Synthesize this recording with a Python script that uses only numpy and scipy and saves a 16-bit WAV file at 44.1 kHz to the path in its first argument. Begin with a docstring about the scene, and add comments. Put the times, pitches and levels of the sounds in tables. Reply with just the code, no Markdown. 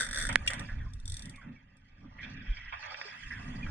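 """Water sloshes and foams at the stern of a small fishing boat on open sea while a reel's ratchet ticks.
The water is ringing bubbles over coloured hiss; air pockets gurgle and plop in resonances that sink.
Coloured low noise makes the wind on the microphone, and a few sines the faint idling outboard.
The ratchet ticks in short runs as line is pulled off by hand: brief gritty forces ring pawl and housing.
One sharp click and a metal clink are struck as sets of decaying sines."""
import sys
import numpy as np
from scipy import signal
from scipy.fft import rfft, irfft
from scipy.io import wavfile
from scipy.ndimage import uniform_filter1d

SR = 44100
rng = np.random.default_rng(int(sys.argv[2]) if len(sys.argv) > 2 else 0)


def transcribe(u):
    """Save the signal u as a 16-bit wav file named by the first command-line argument.

    u: samples, shape (n,) or (channels, n), limited to [-1, 1]; the rate is SR.
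    q: integer samples, one column per channel.
    """
    v = np.clip(np.atleast_2d(u).T, -1, 1)
    q = np.round(v * 32767).astype(np.int16)
    wavfile.write(sys.argv[1], SR, q)


N = 163170

# broad resonances of the reel's pawl, relative levels: (frequency [Hz], width [Hz], level [dB])
PAWL_MODES = [(3537, 170, 2), (4652, 620, -7.5), (5760, 160, -1.5), (6460, 480, -14), (7610, 400, -7.5),
              (8515, 280, 0.5), (9420, 850, -13), (10950, 660, -19.5)]


def from_db(db):
    """Decibels to gain."""
    return 10 ** (np.asarray(db) / 20)


def rms_one(x):
    """Scale to rms 1."""
    return x / np.sqrt(np.mean(x ** 2) + 1e-20)


def seconds():
    """Time of every sample."""
    return np.arange(N) / SR


def level(rows):
    """Gain along a curve of (time [s], level [dB])."""
    return from_db(np.interp(seconds(), *np.transpose(rows)))


def at_hz(points, hz):
    """Read a table on a log-frequency axis."""
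    f, v = np.transpose(points)
    return np.interp(np.log(hz + 1e-3), np.log(f), v)


def pan(db):
    """Left and right gains for a level difference; positive leans left."""
    gains = from_db(np.array([[db], [-db]]) / 2)
    return rms_one(gains)


def drift(rate_hz):
    """Slow random curve of rms 1: noise through two equal low-pass poles, drawn at every 40th sample."""
    r = np.exp(-80 * np.pi * rate_hz / SR)
    noise = rng.standard_normal(N // 40 + 2002)
    slow = signal.lfilter([1], [1, -2 * r, r * r], noise)[2000:]  # drop the filter's start
    return np.interp(np.arange(N) / 40, np.arange(len(slow)), rms_one(slow))


def ring(x, hz, t60):
    """A unit click sets a sine of height 1 ringing, 60 dB down after t60 seconds."""
    r = np.exp(-np.log(1000) / (t60 * SR))
    w = 2 * np.pi * hz / SR
    return signal.lfilter([0, np.sin(w)], [1, -2 * r * np.cos(w), r * r], x + 1e-18)


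def white():
    """Two unrelated noises."""
    return rng.standard_normal((2, N))


def coloured(pair, colour):
    """Two unrelated signals become left and right, with a colour that falls away past its ends; rms 1."""
    # how alike the two sides are: (frequency [Hz], left-right correlation [-1 to 1])
    likeness = [(150, 0.99), (300, 0.94), (500, 0.47), (1000, -0.68), (1500, 0.53), (2100, 0.87),
                (2700, -0.36), (3400, -0.074), (5000, -0.74), (9000, 0.092)]
    hz = np.arange(N // 2 + 1) * SR / N + 1e-3
    skirts = np.minimum(1, hz / colour[0][0]) ** 2 * np.minimum(1, colour[-1][0] / hz) ** 2
    mid, side = rfft(pair) * from_db(at_hz(colour, hz)) * skirts
    alike = np.clip(at_hz(likeness, hz), -1, 1)
    spectra = np.sqrt(1 + alike) * mid + np.sqrt(1 - alike) * side * [[1], [-1]]
    return rms_one(irfft(spectra, N))


def burst(start, attack, decay):
    """A straight rise over the attack, then an exponential fall with time constant decay."""
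    t = seconds() - start
    return np.clip(t / attack, 0, 1) * np.exp(-np.maximum(t - attack, 0) / decay)


def band(x, low_hz, high_hz):
    """Band-pass filter."""
    edges = [low_hz, min(high_hz, SR / 2 - 100)]
    return signal.sosfilt(signal.butter(3, edges, "band", fs=SR, output="sos"), x)


def even(x, span_s):
    """Hold the strength of a noise near 1 over a short span."""
    power = uniform_filter1d(np.mean(x ** 2, axis=0), max(int(span_s * SR), 2))
    return x / np.sqrt(power + 1e-9)


def bubbles(low_hz, high_hz, count=36):
    """Bubbles of random size ring for some cycles, at wandering pitches spread over the band."""
    bubbles_per_s, ring_cycles = 1600, 60  # births on each side; cycles until 60 dB down
    spread_db = 3  # per unit of the exponentially distributed size
    out = np.zeros((2, N))
    for hz in np.geomspace(low_hz, high_hz, count):
        chance = rng.random((2, N))
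        born = chance < bubbles_per_s / count / SR
        size = np.minimum(-np.log(chance[born] * count * SR / bubbles_per_s + 1e-12), 4)
        kicks = np.zeros((2, N))
        kicks[born] = from_db(spread_db * size)
        out += np.sqrt(hz) * ring(np.diff(kicks, prepend=0), hz, ring_cycles / hz)
    wander = seconds() + .0015 * drift(4)  # bending time bends the pitches
    return rms_one(np.array([np.interp(wander, seconds(), side) for side in out]))


def deck(x):
    """Short reflections off transom, cowling and deck colour the sound."""
    lags = (np.geomspace(.0019, .0137, 6) * SR).astype(int)
    echoes = sum((-1) ** k * np.pad(x, ((0, 0), (lag, 0)))[:, :N] for k, lag in enumerate(lags))
    return .84 * (x + .27 * echoes)


def wash(grains, colour, hiss_db, patchy_db):
    """Bubbles over a smooth hiss, swelling unevenly."""
    mixed = coloured(grains + from_db(hiss_db) * white(), colour)
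    return deck(mixed) * from_db(patchy_db * drift(15))


def swirl(x, edge_hz):
    """Cavities open and close: resonances wander through the sound above a moving lower edge."""
    depth_db, peaks_per_octave = 3.5, 1.7
    hz, s, frames = signal.stft(x, SR, nperseg=512)
    hz = hz[:, None] + 1
    edge = np.interp(s, seconds(), edge_hz)
    wander = np.interp(s, seconds(), 2 * drift(4))
    phase = 2 * np.pi * peaks_per_octave * np.log2(hz) + wander
    gain = from_db(depth_db * np.cos(phase)) / np.sqrt(1 + (edge / hz) ** 10)
    return signal.istft(frames * gain, SR, nperseg=512)[1][:, :N]


def breaking_edge():
    """Each wave breaks thin and deepens as it rolls in: the water's lower edge lifts, then sinks back [Hz]."""
    # moments when the edge is highest: [s]
    breaks = [1, 2.699, 3.28]
    low_hz, lift_hz, deepen_s = 348, 750, 0.14
    lift = np.max([np.exp(-np.abs(seconds() - s) / deepen_s) for s in breaks], axis=0)
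    return low_hz + lift_hz * lift


def water():
    """Slosh, churn, foam and spray follow level curves; splashes, gurgles and plops stand out of them."""
    # levels of slosh, deep churn, foam and finest spray, before their trims: (time [s], level [dB])
    slosh_curve, churn_curve = [(0, -50), (.44, -52.5), (.56, -46.5), (.78, -57), (1.03, -68), (1.25, -55),
                                (1.5, -60.5), (1.7, -68), (2.16, -63.5), (2.22, -51), (2.97, -45),
                                (3.7, -51)], [(.5, -57), (1.05, -68.5), (1.42, -63.5), (1.85, -81.5),
                                               (2.04, -63.5), (2.55, -65.5), (2.88, -48.5), (3.07, -51.5),
                                               (3.2, -60), (3.32, -55), (3.7, -54.5)]
    foam_curve, spray_curve = [(0, -57), (.55, -70), (.8, -71.5), (1.6, -87.5), (2.15, -81), (2.24, -63.5),
                               (2.6, -70.5), (2.92, -56), (3.25, -64.5), (3.7, -67)], [(0, -72), (.6, -63.5), (.8, -81.5), (1.35, -72.5), (1.55, -94),
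                                             (2.7, -96.5), (3.0, -85), (3.2, -68), (3.7, -70)]
    # relative colours of the four: (frequency [Hz], density [dB per Hz])
    slosh_colour, churn_colour = [(600, -29.5), (1250, -11), (1600, -5), (1900, 1.5), (2150, -8),
                                  (2380, -3.5), (2900, -12), (3400, -10.5), (3900, -26.5), (6000, -47.5)], [(250, -19), (420, -15), (580, 0), (780, 0.5),
                                                        (1100, -1.5), (1400, -2.5), (2200, -28)]
    foam_colour, spray_colour = [(2500, -17), (3600, -3.5), (4100, 0.5), (4700, 5), (5200, 3), (5750, 0),
                                 (6400, -11), (7500, -21.5), (11000, -46.5)], [(4500, -17), (6800, 3), (8100, -10), (8700, -1),
                                                      (9700, -9), (10800, -27.5), (15000, -34)]
    # wavelets against the hull: (time [s], level [dB], decay [s], churn against slosh [dB])
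    splashes = [(0.291, -33, 0.033, -5.5), (0.498, -39, 0.077, -6.5), (2.229, -40.5, 0.024, -28),
                (2.724, -39, 0.019, 1), (2.826, -45.5, 0.071, -0.5), (2.943, -34, 0.0031, -5.5),
                (3.013, -29.5, 0.0036, -3)]
    slosh = level(slosh_curve) * from_db(-2.5)
    churn = level(churn_curve) * from_db(-1)
    foam = level(foam_curve) * from_db(-0.5)
    spray = level(spray_curve) * from_db(-2.5)
    for s, db, decay, depth_db in splashes:
        splash = from_db(db) * burst(s, attack=0.0016, decay=decay)
        slosh = np.hypot(slosh, splash)  # powers add
        churn = np.hypot(churn, splash * from_db(depth_db))
    edge = breaking_edge()
    mid_bubbles = bubbles(low_hz=1212.5, high_hz=3656)
    deep_bubbles = bubbles(low_hz=426.2, high_hz=1401, count=20)
    fizz = bubbles(low_hz=3315, high_hz=10000)
    out = slosh * swirl(wash(mid_bubbles, slosh_colour, hiss_db=0.5, patchy_db=1.06), edge)
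    out += churn * swirl(wash(deep_bubbles, churn_colour, hiss_db=3, patchy_db=3.0), edge)
    out += foam * swirl(wash(fizz, foam_colour, hiss_db=-0.5, patchy_db=4.0), edge)
    out += spray * wash(fizz, spray_colour, hiss_db=-1.5, patchy_db=0.0)
    return (out + air_pockets()) * pan(db=-4)


def swells(rows, base):
    """Gain of a base curve with bell-shaped swells on top, added as power."""
    t = seconds()
    bells = sum(from_db(db) ** 2 * np.exp(-((t - s) / half) ** 2) for s, db, half in rows)
    return np.sqrt(level(base) ** 2 + bells)


def eddies(colour, even_s):
    """Low turbulence whose strength is held near 1 over a short span."""
    return even(coloured(white(), colour), even_s)


def wind():
    """Gusts rumble and flutter on the microphone as low noise; one deep buffet is a sine in a bell shape."""
    # deep rumble and the flutter above it, before their trims: (time [s], level [dB])
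    rumble_curve, flutter_curve = [(.1, -52), (1, -43.5), (1.75, -67), (2.1, -55.5), (2.679, -51),
                                   (3.001, -72), (3.181, -77), (3.25, -49), (3.7, -44.5)], [(0, -51), (1.2, -60.5), (1.9, -65.5), (2.5, -64),
                                                   (2.92, -75.5), (3.18, -61.5), (3.5, -41)]
    # swells of the rumble and of the flutter, before the same trims: (middle [s], level [dB], half length [s])
    gusts, flurries = [(.3, -39, 0.13), (.8, -36.5, 0.069), (1.11, -38, 0.043), (3.69, -36.5, 0.037)], [(.33, -41, 0.058), (.61, -40.5, 0.047), (.78, -50.5, 0.071),
                                      (1.28, -45.5, 0.045), (1.5, -43, 0.036), (2.05, -50.5, 0.04),
                                      (2.34, -46, 0.1)]
    # relative colours: (frequency [Hz], density [dB per Hz])
    rumble_colour, flutter_colour = [(10, -8.5), (22, 2), (38, -1), (60, -5.5), (100, -6.5), (150, -23),
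                                     (300, -41)], [(60, -22.5), (120, 3.5), (200, 0.5), (265, 1),
                                                            (320, -15), (430, -20), (900, -30)]
    buffet_s, buffet_hz, buffet_db, width_s = 2.508, 36.5, -21.5, 0.012
    t = seconds() - buffet_s
    bell = np.exp(-(t / width_s) ** 2 / 2)
    buffet = from_db(buffet_db) * bell * np.sin(2 * np.pi * buffet_hz * t)
    rumble = swells(gusts, rumble_curve) * from_db(1.5) * eddies(rumble_colour, even_s=0.16)
    flutter = swells(flurries, flutter_curve) * from_db(-2) * eddies(flutter_colour, even_s=0.12)
    return (rumble + flutter + buffet) * pan(db=-1)


def outboard():
    """Faint hum of the idling engine: a few sines whose phases drift."""
    # partials of the hum: (frequency [Hz], rms level [dB])
    partials = [(91.5, -70.5), (145, -78.5), (264, -79)]
    out = np.zeros(N)
    for hz, db in partials:
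        phase = 2 * np.pi * hz * seconds() + 0.2 * drift(4)
        out += from_db(db) * np.sqrt(2) * np.sin(phase)
    return out


def resonate(force, body):
    """Gritty contact force, with random signs, rings in broad resonances and keeps its rms."""
    hz = np.geomspace(body[0][0] * .7, body[-1][0] * 1.3, 200)
    power = sum(from_db(db) ** 2 / (1 + ((hz - f) / width) ** 2) ** 2 for f, width, db in body)
    colour = np.transpose([hz, 10 * np.log10(power)])
    return np.sqrt(np.mean(force ** 2)) * coloured(force * np.sign(white()), colour)


def ratchet():
    """Each tooth scrapes the pawl for an instant; under a hard pull the pawl bounces and the housing rings too."""
    # the pawl drops over a tooth, relative levels: (time [s], level [dB])
    ticks = [(0.0004, -27), (0.0074, -23.5), (0.0191, -31.5), (0.0304, -32), (0.0463, -33), (0.0653, -37),
             (0.0878, -38), (0.11, -33), (0.129, -31), (0.1446, -30.5), (0.1587, -30), (0.173, -29),
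             (0.185, -28), (0.1983, -30), (0.2116, -31), (0.2233, -28.5), (0.236, -33), (0.2512, -32.5),
             (0.2678, -33.5), (0.289, -33), (0.326, -34), (0.4631, -37), (0.503, -31.5), (0.5333, -33),
             (0.594, -35.5), (0.9346, -46), (0.999, -51), (1.0555, -38.5), (1.0773, -33), (1.0976, -34.5),
             (1.1195, -33), (1.141, -34.5), (1.1674, -33.5), (1.193, -38.5), (1.2211, -37), (1.255, -40),
             (1.295, -40.5), (1.359, -48.5), (1.768, -60)]
    # how hard the line is pulled, as the share of each tick that shakes the housing: (time [s], level [dB])
    pull_curve = [(0, -0.5), (.56, -1), (.62, -15), (1.1, -24.5)]
    # broad resonances of the housing, relative levels: (frequency [Hz], width [Hz], level [dB])
    housing_modes = [(543, 112, -9.5), (1548, 193, 2.5), (1750, 110, 3.5), (1932, 97, 1.5)]
    attack_s, decay_s, tail_s, tail_db = 0.0016, 0.002, 0.017, -12
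    rebound_s, rebound_db = 0.0051, -6.5
    pull = level(pull_curve)
    shape = burst(0, attack_s, decay_s) + from_db(tail_db) * burst(0, attack_s, tail_s)
    s, db = np.transpose(ticks)
    blows = np.zeros(N)
    blows[np.clip(s * SR, 0, N - 1).astype(int)] = from_db(db)
    force = signal.fftconvolve(blows, shape)[:N]
    bounce = from_db(rebound_db) * np.interp(seconds() - rebound_s, seconds(), force * pull, left=0)
    force = np.hypot(force, bounce)
    pawl = band(resonate(force * from_db(-4), PAWL_MODES), low_hz=3140, high_hz=11500)
    housing = resonate(force * pull * from_db(-2.5), housing_modes)
    return pawl * pan(db=1) + housing * pan(db=-2.5)


def click():
    """One hard, dead snap close to the microphone: short modes that reach the right side first."""
    # modes of the snap, before its overall level: (frequency [Hz], level [dB], t60 [s])
    snap_modes = [(1707, -0.5, 0.0087), (2094, 0.5, 0.0052), (3250, 0, 0.0012), (8840, -15, 0.0044)]
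    start_s, left_lag_s, snap_db = .3574, .00005, -3
    blow = np.zeros((2, N))
    blow[0, int((start_s + left_lag_s) * SR)] = from_db(snap_db)
    blow[1, int(start_s * SR)] = from_db(snap_db)
    out = np.zeros((2, N))
    for k, (hz, db, t60) in enumerate(snap_modes):
        out += (-1) ** k * from_db(db) * ring(blow, hz, t60)
    return out * pan(db=-7.5)


def clink():
    """A metal fitting clinks and rebounds; each mode arrives with its own phase on each side."""
    # contacts: (time [s], level [dB])
    contacts = [(0.475, -25), (.477, -19.5), (0.4801, -28.5)]
    # modes of the metal, added to the contact level: (frequency [Hz], level [dB], t60 [s])
    metal_modes = [(1934, -16, 0.16), (2340, -6, 0.067), (2800, 2.5, 0.027), (3290, -6, 0.052),
                   (5216, -11.5, 0.029), (7100, -22, 0.23)]
    out = np.zeros((2, N))
    for hz, mode_db, t60 in metal_modes:
        blows = np.zeros((2, N))
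        for s, db in contacts:
            starts = s + rng.random(2) / hz  # up to one cycle late
            blows[[0, 1], (starts * SR).astype(int)] = from_db(db + mode_db)
        out += ring(blows, hz, t60)
    scrape = burst(contacts[0][0], attack=.002, decay=0.0069)
    grit = from_db(-27.5) * resonate(scrape, PAWL_MODES)
    return band(out + grit, low_hz=1700, high_hz=11000)


def sinking(s, hz):
    """Phase of a resonance that passes through a pitch at a given moment and sinks."""
    octaves_per_s = 2.8  # within 0.1 s of that moment; the pitch is steady outside
    octaves = -octaves_per_s * np.clip(seconds() - s, -.1, .1)
    return 2 * np.pi * np.cumsum(hz * 2 ** octaves) / SR


def air_pockets():
    """Clusters of bubbles gurgle in a narrow, sinking resonance; single large bubbles plop as sinking sines."""
    # pockets of air at the transom: (time [s], resonance [Hz], level [dB], decay [s])
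    gurgles = [(.686, 1818, -41.5, 0.029), (.8, 1820, -51, 0.033), (1.335, 2394, -55, 0.1),
               (1.412, 1528, -52, 0.033), (2.183, 2107, -43.5, 0.056), (2.563, 2314, -48.5, 0.068),
               (2.654, 1856, -48, 0.028), (3.305, 1901, -37, 0.042), (3.662, 1575, -44, 0.02)]
    # single large bubbles: (time [s], pitch [Hz], level [dB])
    plops = [(.86, 1090, -52.5), (1.378, 1150, -51.5), (1.46, 260, -41.5), (1.558, 2330, -53.5),
             (2.048, 275, -43.5), (2.792, 870, -51), (3.05, 430, -48), (3.23, 1640, -49),
             (3.626, 2470, -37)]
    lowpass = signal.butter(2, 172, fs=SR, output="sos")  # Hz either side of the resonance
    a, b = even(signal.sosfilt(lowpass, white()), span_s=.015)
    out = np.zeros(N)
    for s, hz, db, decay in gurgles:
        phase = sinking(s, hz)
        narrow_noise = a * np.cos(phase) + b * np.sin(phase)
        out += from_db(db) * burst(s, attack=.005, decay=decay) * narrow_noise
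    for s, hz, db in plops:
        out += from_db(db) * burst(s, attack=0.006, decay=0.015) * np.sin(sinking(s, hz))
    return out


def scene():
    """Everything as it reaches the microphone worn by the angler."""
    return water() + wind() + outboard() + ratchet() + click() + clink()


def record(dry):
    """The top of the spectrum is cut, 70 dB down from 15.7 kHz up."""
    return signal.sosfilt(signal.cheby2(12, 70, 15700, fs=SR, output="sos"), dry)


dry = scene()
out = record(dry)
transcribe(out)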